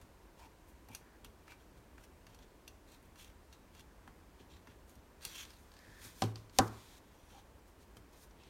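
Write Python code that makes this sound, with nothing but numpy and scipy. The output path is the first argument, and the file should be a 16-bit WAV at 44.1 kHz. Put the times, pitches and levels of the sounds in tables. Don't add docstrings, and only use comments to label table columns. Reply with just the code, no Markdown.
import sys
import numpy as np
from scipy import signal
from scipy.fft import rfft, irfft, next_fast_len
from scipy.io import wavfile
from scipy.ndimage import uniform_filter1d

SR = 44100
rng = np.random.default_rng(int(sys.argv[2]) if len(sys.argv) > 2 else 0)


def boost_factor(decibels):
    exponent = np.asarray(decibels, float) / 20
    return 10 ** exponent


def dump(signal):
    limited = np.clip(np.atleast_2d(signal).T, -1, 1)
    pcm = np.round(limited * 32767).astype(np.int16)
    wavfile.write(sys.argv[1], SR, pcm)


N = 374409

# share of its length, level/dB below its top
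PRESS_SHAPE = [(0, -25), (.14, -10), (.68, 0), (1, -22)]
FLICK_SHAPE = [(0, -22), (.3, 0), (1, -18)]
DRAG_SHAPE = [(0, -16), (.22, 0), (.8, -1), (1, -18)]
PULL_SHAPE = [(0, -4), (.12, 0), (.96, -1), (1, -11)]
# t/s, length/s, level/dB, fizz level/dB, rub f/Hz
KNIFE_PRESSES = [(.88, .12, -64, -1, 2900), (1.46, .1, -61.5, -7, 2430),
                                                  (1.97, .11, -69, -1, 2750), (2.38, .08, -66, -11, 3400),
                                                  (2.86, .13, -64, -3, 4000), (3.73, .11, -62.5, -5, 3300),
                                                  (4.66, .09, -68, -12, 3200), (7.28, .155, -67, -9, 3300)]
# t/s, length/s, level/dB, fizz level/dB, rub f/Hz
KNIFE_FLICKS = [(0, .07, -73, -1, 3290), (.66, .08, -77, 9, 2960), (1.235, .05, -66, -4, 3200),
                (1.58, .09, -71, -7, 3200), (1.76, .05, -73, 1, 3270), (3.04, .05, -78, 3, 3100),
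                (3.15, .16, -58, -3, 3200), (3.51, .07, -63, -7, 3900), (4.38, .07, -62, -13, 3200),
                (4.86, .12, -73, 5, 3400)]
# t/s, length/s, level/dB, fizz level/dB, rub f/Hz
KNIFE_DRAGS = [
    (.37, .11, -67, -5, 2550),
    (2.26, .13, -73, -8, 3100),
    (4.48, .12, -66, -12, 3700),
    (6.96, .48, -76, -4, 3300),
]
# t/s, level/dB, rub f/Hz
LAST_WIPE = [
    (5.2, -74, 4110),
    (5.228, -58, 4300),
    (5.262, -55, 4200),
    (5.32, -57, 3500),
    (5.345, -54, 2900),
    (5.405, -49.5, 2800),
    (5.47, -68, 3900),
    (5.517, -64, 4900),
    (5.59, -76, 3700),
]
# f/Hz, level/dB per Hz
RUB_BODY = [(530, -44), (900, -5.5), (1880, -5), (2560, -3), (2780, -11), (3290, -2.5), (3820, -4.5),
            (7500, -13), (9750, -32), (16500, -120)]
# f/Hz, level/dB per Hz
RUB_FIZZ = [(3820, -26), (6500, 0.5), (7810, -5), (9750, 4), (10600, -7), (11200, -0.5), (13600, -1),
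            (16200, -9.5)]
# f/Hz, level/dB, t60/s
BLADE_MODES = [(1604, -7, .03), (2770, -6, 0.073), (3400, -14.5, 0.071), (4240, -8, 0.03), (4600, -8, .04),
               (5865, -6, 0.055), (6380, -12, 0.07), (9580, -11, 0.04), (11140, -10, 0.022),
               (13500, -9, .03)]
# t/s, peak level/dB, top band level/dB, low band level/dB, pitch f/Hz
BLADE_TICKS = [(0.0133, -60.5, -3, -3, 3500), (0.8863, -57.5, -1, -9, 2340), (0.9488, -39.5, -4, -18, 6440),
               (1.2462, -49, -5, -7.5, 3300), (1.479, -56, -12, 0, 2340), (1.5199, -57, -12, 1, 2300),
               (1.9797, -62, -15, 7.5, 2470), (2.267, -53.5, -17, -3.5, 6470), (2.3461, -55, -8, -16, 3600),
               (2.389, -58, -11, -15, 3420), (2.678, -44, -10, -28, 2650), (3.026, -71, 5, -7, 2720),
               (3.1576, -59.5, -8, -2, 3280), (3.2999, -64, -13, -2, 2930), (3.5272, -54.5, -18, -19, 4350),
               (3.7495, -56.5, -8, -2, 2340), (3.7944, -54, -7, -10, 3320), (4.0754, -62, -2, 11, 4600),
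               (4.6716, -56, -19, 2, 2680), (4.9546, -62, -3, -9, 5780), (5.21, -61, -14, -3, 3320),
               (5.2507, -35.5, 0.5, -21, 4150)]
# t/s, length/s, level/dB, pitch f/Hz, upper mode level/dB
BAR_HUMS = [
    (.38, .1, -60, 905, -11),
    (.88, .05, -62, 850, -12),
    (.9, .06, -73, 900, 9),
    (1.475, .08, -68, 925, 5),
    (7.3, .13, -64, 810, -18),
]
# t/s, length/s, level/dB, centre f/Hz, width/Hz
SWISHES = [(.96, .25, -73, 1650, 600), (1.236, .04, -65, 3100, 1100), (5.22, .22, -66, 5870, 220),
           (5.225, .09, -62, 4600, 260), (5.33, .11, -55, 3250, 420), (5.365, .075, -57, 6400, 1300),
           (5.72, .45, -66, 1730, 480), (7.1, .34, -81, 5800, 380), (7.18, .24, -82, 9550, 260),
           (8.35, .2, -71, 2900, 1600)]
# t/s, peak level/dB
CLOTH_PUSHES = [(0.028, -58), (0.45, -60), (0.896, -50), (1.248, -57), (1.489, -59), (1.783, -57.5),
                (1.979, -59.5), (2.28, -58), (2.909, -63), (3.789, -58), (4.074, -54.5), (4.399, -54.5),
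                (4.677, -54.5), (4.965, -55.5), (5.248, -54), (5.878, -53.5), (6.049, -51.5),
                (7.967, -51.5)]
# t/s, level/dB, fizz level/dB
LOWERING = [
    (5.58, -73, 3),
    (5.652, -78, 1),
    (5.772, -70, -9),
    (5.916, -69, -6),
    (5.982, -68, -3.5),
    (6.048, -56, 1),
    (6.138, -67.5, -2.5),
    (6.212, -60.5, 3),
    (6.33, -74, -3),
]
# t/s, length/s,
# level/dB, fizz level/dB, rub f/Hz
GLOVE_SWELLS = [(6.52, .095, -59, -3, 4700), (6.63, .075, -63, 1, 5800), (7.78, .075, -70.5, -1, 4200),
                (8.15, .13, -66.5, 3, 5100), (8.34, .2, -69, -14, 4200)]
# t/s, length/s, level/dB, fizz level/dB, rub f/Hz
GLOVE_BRUSHES = [(6.33, .16, -65, -9, 4450), (6.59, .09, -58, 1, 4350), (7.66, .07, -77, 7, 4400),
                 (7.95, .06, -69, -1.5, 4050), (8.11, .08, -67, -3, 4700)]
# t/s, length/s, level/dB, fizz level/dB, rub f/Hz
SLEEVE_PULL = (6.69, .305, -64, -5, 4000)
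# t/s, peak level/dB, top band level/dB, low band level/dB, pitch f/Hz
DRY_CLICKS = [(5.451, -46, -24, -15, 3200), (5.5044, -52, -11, -13, 5200), (5.7168, -55, -17, -7, 4530),
              (5.738, -55.5, -12, -9, 4490), (5.7664, -54, -20, -9, 4550), (5.7897, -55, -12, -12, 4870),
              (6.22, -23.5, -20, -15, 4330), (6.2377, -38, -12, -8, 3110), (6.357, -41, -22, -16, 4630),
              (6.4956, -54, -24, -11, 4320), (6.6772, -47, -14, -12, 6960), (7.9688, -50.5, -8, -11, 3100),
              (8.309, -60, -19, -8, 5930), (8.4342, -56, -17, -11, 5280)]
# t/s, blow level/dB, contact/s, bar ring level/dB, thud level/dB
TABLE_KNOCKS = [
    (6.2222, -31, 0.00074, 12, 3),
    (6.2325, -22, 0.0016, 0, 0),
    (6.357, -45.5, 0.0006, -3, -5),
    (6.5883, -22, 0.0004, 5, -1),
    (6.5921, -17, 0.0005, 3, -1),
]
# t/s, peak level/dB
WOOD_SLAPS = [
    (6.5857, -33),
    (6.5873, -10.5),
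]
# t/s, level/dB
CLOTH_BOOMS = [
    (6.04, -60),
    (6.2395, -29),
    (6.594, -31),
    (7.967, -61),
]
# f/Hz, level/dB, t60/s
CLOTH_MODES = [(108.6, -3.5, 0.39), (167.5, -6.5, .25), (212, -12, 0.2), (266, -3.5, 0.14),
               (345.7, -6.5, 0.14), (366, -8, .1), (460, -16, .09), (560, -13, 0.059)]
# f/Hz, level/dB, t60/s
BAR_MODES = [(670, -23, 0.037), (779, 3.5, .055), (930, -10, .06), (1005, -5, 0.067), (1188, -6, .06),
             (1410, -8, .06), (1573, -8, .06), (1760, -10, .06), (1900, -13, .05), (2340, -17, .04)]
# f/Hz, level/dB per Hz
TABLE_THUD = [(120, -14), (170, -3), (260, -1), (400, -2), (600, -13), (1050, -4), (1400, -7), (2000, -17),
              (3000, -30), (3900, -55), (6600, -120)]
# f/Hz, t60/s
ROOM_DECAY = [(100, 0.5), (500, .45), (1500, 0.42), (4000, 0.22), (12000, 0.23)]
# f/Hz, level/dB per Hz
ROOM_AIR = [(15, -46.5), (25, -19), (39, 2), (59, 3.5), (85, -15.5), (186, -12), (250, -13.5), (286, -11.5),
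            (823, -20.5), (943, -18), (1300, -24.5), (1490, -24), (3460, -33.5), (13000, -39), (16200, -42)]
# f/Hz, width/Hz, level/dB
HOUSING_DIP = (10330, 390, -4)


def strokes():
    grit = boost_factor(4.5 * np.minimum(rng.exponential(1, N), 3)) * (rng.random(N) < 900 / SR)
    clumps = boost_factor(2.5 * evened(uniform_filter1d(rng.standard_normal(N), 500)))
    slips = rng.standard_normal(N) * (1 + grit)
    body, fizz = colour(slips, RUB_BODY), colour(slips, RUB_FIZZ)
    blade = band(signal.oaconvolve(slips, ring(BLADE_MODES, .1, damping=0.71))[:N], 1800, 8400)

    knife = gestures(PRESS_SHAPE, KNIFE_PRESSES) + gestures(FLICK_SHAPE, KNIFE_FLICKS)
    knife += gestures(DRAG_SHAPE, KNIFE_DRAGS)
    knife.append([(s, db, -4, hz) for s, db, hz in LAST_WIPE])
    hand = gestures(PRESS_SHAPE, GLOVE_SWELLS) + gestures(FLICK_SHAPE, GLOVE_BRUSHES)
    hand += gestures(PULL_SHAPE, [SLEEVE_PULL])
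    hand.append([(*row, 4600) for row in LOWERING])

    out = np.zeros(N)
    blade_share = .16
    for rows in knife:
        at, level, rub = slide(slips, body, fizz, rows, focus=.4, width_hz=1100)
        mixed = np.sqrt(1 - blade_share) * rub + np.sqrt(blade_share) * blade[at]
        out[at] += level * clumps[at] * mixed
    for rows in hand:
        at, level, rub = slide(slips, body, fizz, rows, focus=0.24, width_hz=3300)
        out[at] += level * rub
    return out


def slide(slips, body, fizz, rows, focus, width_hz):
    s, *columns = np.transpose(rows)
    at = np.arange(round(s[0] * SR), min(round(s[-1] * SR), N))
    db, top_db, hz = (np.interp(at / SR, s, c) for c in columns)
    first = evened(resonate(resonate(slips[at], hz, width_hz), hz, width_hz))
    second = evened(resonate(resonate(slips[at], 1.95 * hz, width_hz), 1.95 * hz, width_hz))
    level = boost_factor(db - 1.5) * signal.windows.tukey(len(at), min(1, 700 / len(at)))
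    return at, level, 0.84 * body[at] + focus * (first + 0.3 * second) + boost_factor(top_db) * fizz[at]


def gestures(shape, events):
    return [[(start + share * length, db + drop_db, *steady) for share, drop_db in shape]
            for start, length, db, *steady in events]


def tick(db, top_db, low_db, hz):
    return click(db, top_db, low_db, hz, .02) + boost_factor(db - 5.5) * ring(BLADE_MODES, 4000 / SR, spread_db=2.2)


def hums():
    out = np.zeros(N)
    for start, length, db, hz, upper_db in BAR_HUMS:
        noise = rng.standard_normal(round(length * SR))
        lower = evened(resonate(noise, hz, 79))
        upper = evened(resonate(noise, 2360, 140))
        hum = lower + boost_factor(upper_db) * upper
        add(out, start, boost_factor(db) * hum * signal.windows.tukey(len(noise), .7))
    for start, length, db, hz, width in SWISHES:
        noise = rng.standard_normal(round(length * SR))
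        swish = evened(resonate(resonate(noise, hz, width), hz, width))
        add(out, start, boost_factor(db) * swish * signal.windows.tukey(len(noise), .6))
    return out


def click(db, top_db, low_db, hz, t60):
    t, noise = np.arange(4000) / SR, rng.standard_normal((3, 4000))
    fall = boost_factor(-60 * t / t60)
    rattle = fall + 0.11 * boost_factor(-60 * t / 0.14)
    crack = 0.58 * band(noise[0], 2600, 6400) * rattle + 0.6 * np.sin(2 * np.pi * hz * t) * fall
    top = boost_factor(top_db) * band(noise[1], 7700, 13300) * rattle
    low = boost_factor(low_db) * band(noise[2], 830, 1900) * fall ** 0.37
    return boost_factor(db) * (1 - np.exp(-t / 0.00037)) * (crack + top + low)


def knock(db, contact, bars_db, damping, thud_db):
    t = np.arange(round(.6 * SR)) / SR
    blow = np.sin(np.pi * np.linspace(0, 1, max(round(contact * SR), 4)))
    cloth = ring(CLOTH_MODES, .6, damping, spread_db=1.5) * (1 - np.exp(-t / 0.004))
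    bars = ring(BAR_MODES, .6, damping, spread_db=1.0)
    thud_fall = boost_factor(-60 * t / 0.079) + 0.3 * boost_factor(-60 * t * damping / .58)
    thud = colour(rng.standard_normal(len(t)), TABLE_THUD) * thud_fall * (1 - np.exp(-t / 0.0019))
    body = cloth + boost_factor(bars_db) * bars + boost_factor(thud_db) * thud
    return boost_factor(db) * 0.45 * signal.oaconvolve(body, blow / blow.sum())


def slap(db):
    t, noise = np.arange(4000) / SR, rng.standard_normal(4000)
    crack = band(noise, 3000, 10000) * boost_factor(db - 60 * t / .0033)
    return crack + band(noise, 1800, 7000) * boost_factor(db - 18 - 60 * t / .05)


def boom(db):
    t = np.arange(SR // 2) / SR
    return boost_factor(db - 60 * t / .4) * (1 - np.exp(-t / .004)) * np.sin(2 * np.pi * 108.6 * t)


def room(x):
    taps = np.zeros(SR)
    at = np.arange(200, SR - 20, 20)
    taps[at + rng.integers(0, 20, len(at))] = rng.choice([-1., 1.], len(at))
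    hz, t, z = signal.stft(taps, SR, nperseg=256)
    fall = boost_factor(-60 * t / read(ROOM_DECAY, hz)[:, None])
    tail = signal.istft(z * fall * (hz > 150)[:, None], SR, nperseg=256)[1]
    return signal.oaconvolve(x, tail / np.linalg.norm(tail))[:N]


def room_tone():
    frames, hz = N // 256 + 5, np.fft.rfftfreq(1024, 1 / SR)
    a, b, patches = rng.standard_normal((frames, 513, 3)).T
    patches = evened(uniform_filter1d(uniform_filter1d(patches, 10, 0), 16, 1))
    z = (a + 1j * b) * boost_factor(read(ROOM_AIR, hz)[:, None] + 0.53 * patches)
    return boost_factor(-58.5) * evened(signal.istft(z, nperseg=1024, noverlap=768)[1][:N])


def ring(modes, seconds, damping=0.92, spread_db=0.):
    t, out = np.arange(round(seconds * SR)) / SR, 0
    for (hz, db, t60), draw in zip(modes, rng.standard_normal(len(modes))):
        out = out + boost_factor(db + spread_db * draw - 60 * t * damping / t60) * np.sin(2 * np.pi * hz * t)
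    return out


def resonate(x, hz, width):
    turn = np.exp(2j * np.pi * np.cumsum(hz * np.ones(len(x))) / SR)
    r = np.exp(-np.pi * width / SR)
    return 2 * (turn * signal.lfilter([1 - r], [1, -r], x / turn)).real


def colour(x, points):
    size = next_fast_len(len(x))
    gain = boost_factor(read(points, np.fft.rfftfreq(size, 1 / SR)))
    return evened(irfft(rfft(x, size) * gain, size)[:len(x)])


def band(x, lo_hz, hi_hz):
    return evened(signal.sosfilt(signal.butter(2, [lo_hz, hi_hz], "band", fs=SR, output="sos"), x))


def evened(x):
    return x / np.sqrt(np.mean(x ** 2) + 1e-20)


def read(points, hz):
    f, value = np.transpose(points)
    return np.interp(np.log(hz + 1), np.log(f + 1), value)


def add(mix, s, sound):
    part = mix[round(s * SR):][:len(sound)]
    part += sound[:len(part)]


def scene():
    near, table = strokes() + hums(), np.zeros(N)
    for s, *row in BLADE_TICKS:
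        add(near, s, tick(*row))
    for s, *row in DRY_CLICKS:
        add(near, s, click(*row, t60=.019))
    for s, db in CLOTH_PUSHES:
        add(near, s, knock(db + 8.5, contact=.0016, bars_db=-1, damping=1.66, thud_db=-4.5))
    for s, db in WOOD_SLAPS:
        add(table, s, slap(db))
    for s, db, contact, bars_db, thud_db in TABLE_KNOCKS:
        add(table, s, knock(db, contact, bars_db, 1.3, thud_db))
    for s, db in CLOTH_BOOMS:
        add(table, s, boom(db))
    reverb = boost_factor(-12.5) * room(near + boost_factor(-11) * table)
    return (near + table + reverb + room_tone())[None]


def low_pass(x):
    return signal.sosfilt(signal.butter(12, 16990, fs=SR, output="sos"), x)


def record(dry):
    hz, width, db = HOUSING_DIP
    f = np.fft.rfftfreq(1024, 1 / SR)
    shape_db = db * np.exp(-((f - hz) / width) ** 2) - 14 * (f > 15900)
    taps = np.fft.fftshift(irfft(boost_factor(shape_db))) * np.hanning(1024)
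    cut = signal.sosfilt(signal.butter(2, 42, "high", fs=SR, output="sos"), dry)
    return low_pass(signal.oaconvolve(cut, taps[None], "same"))


dry = scene()
out = record(dry)
dump(out)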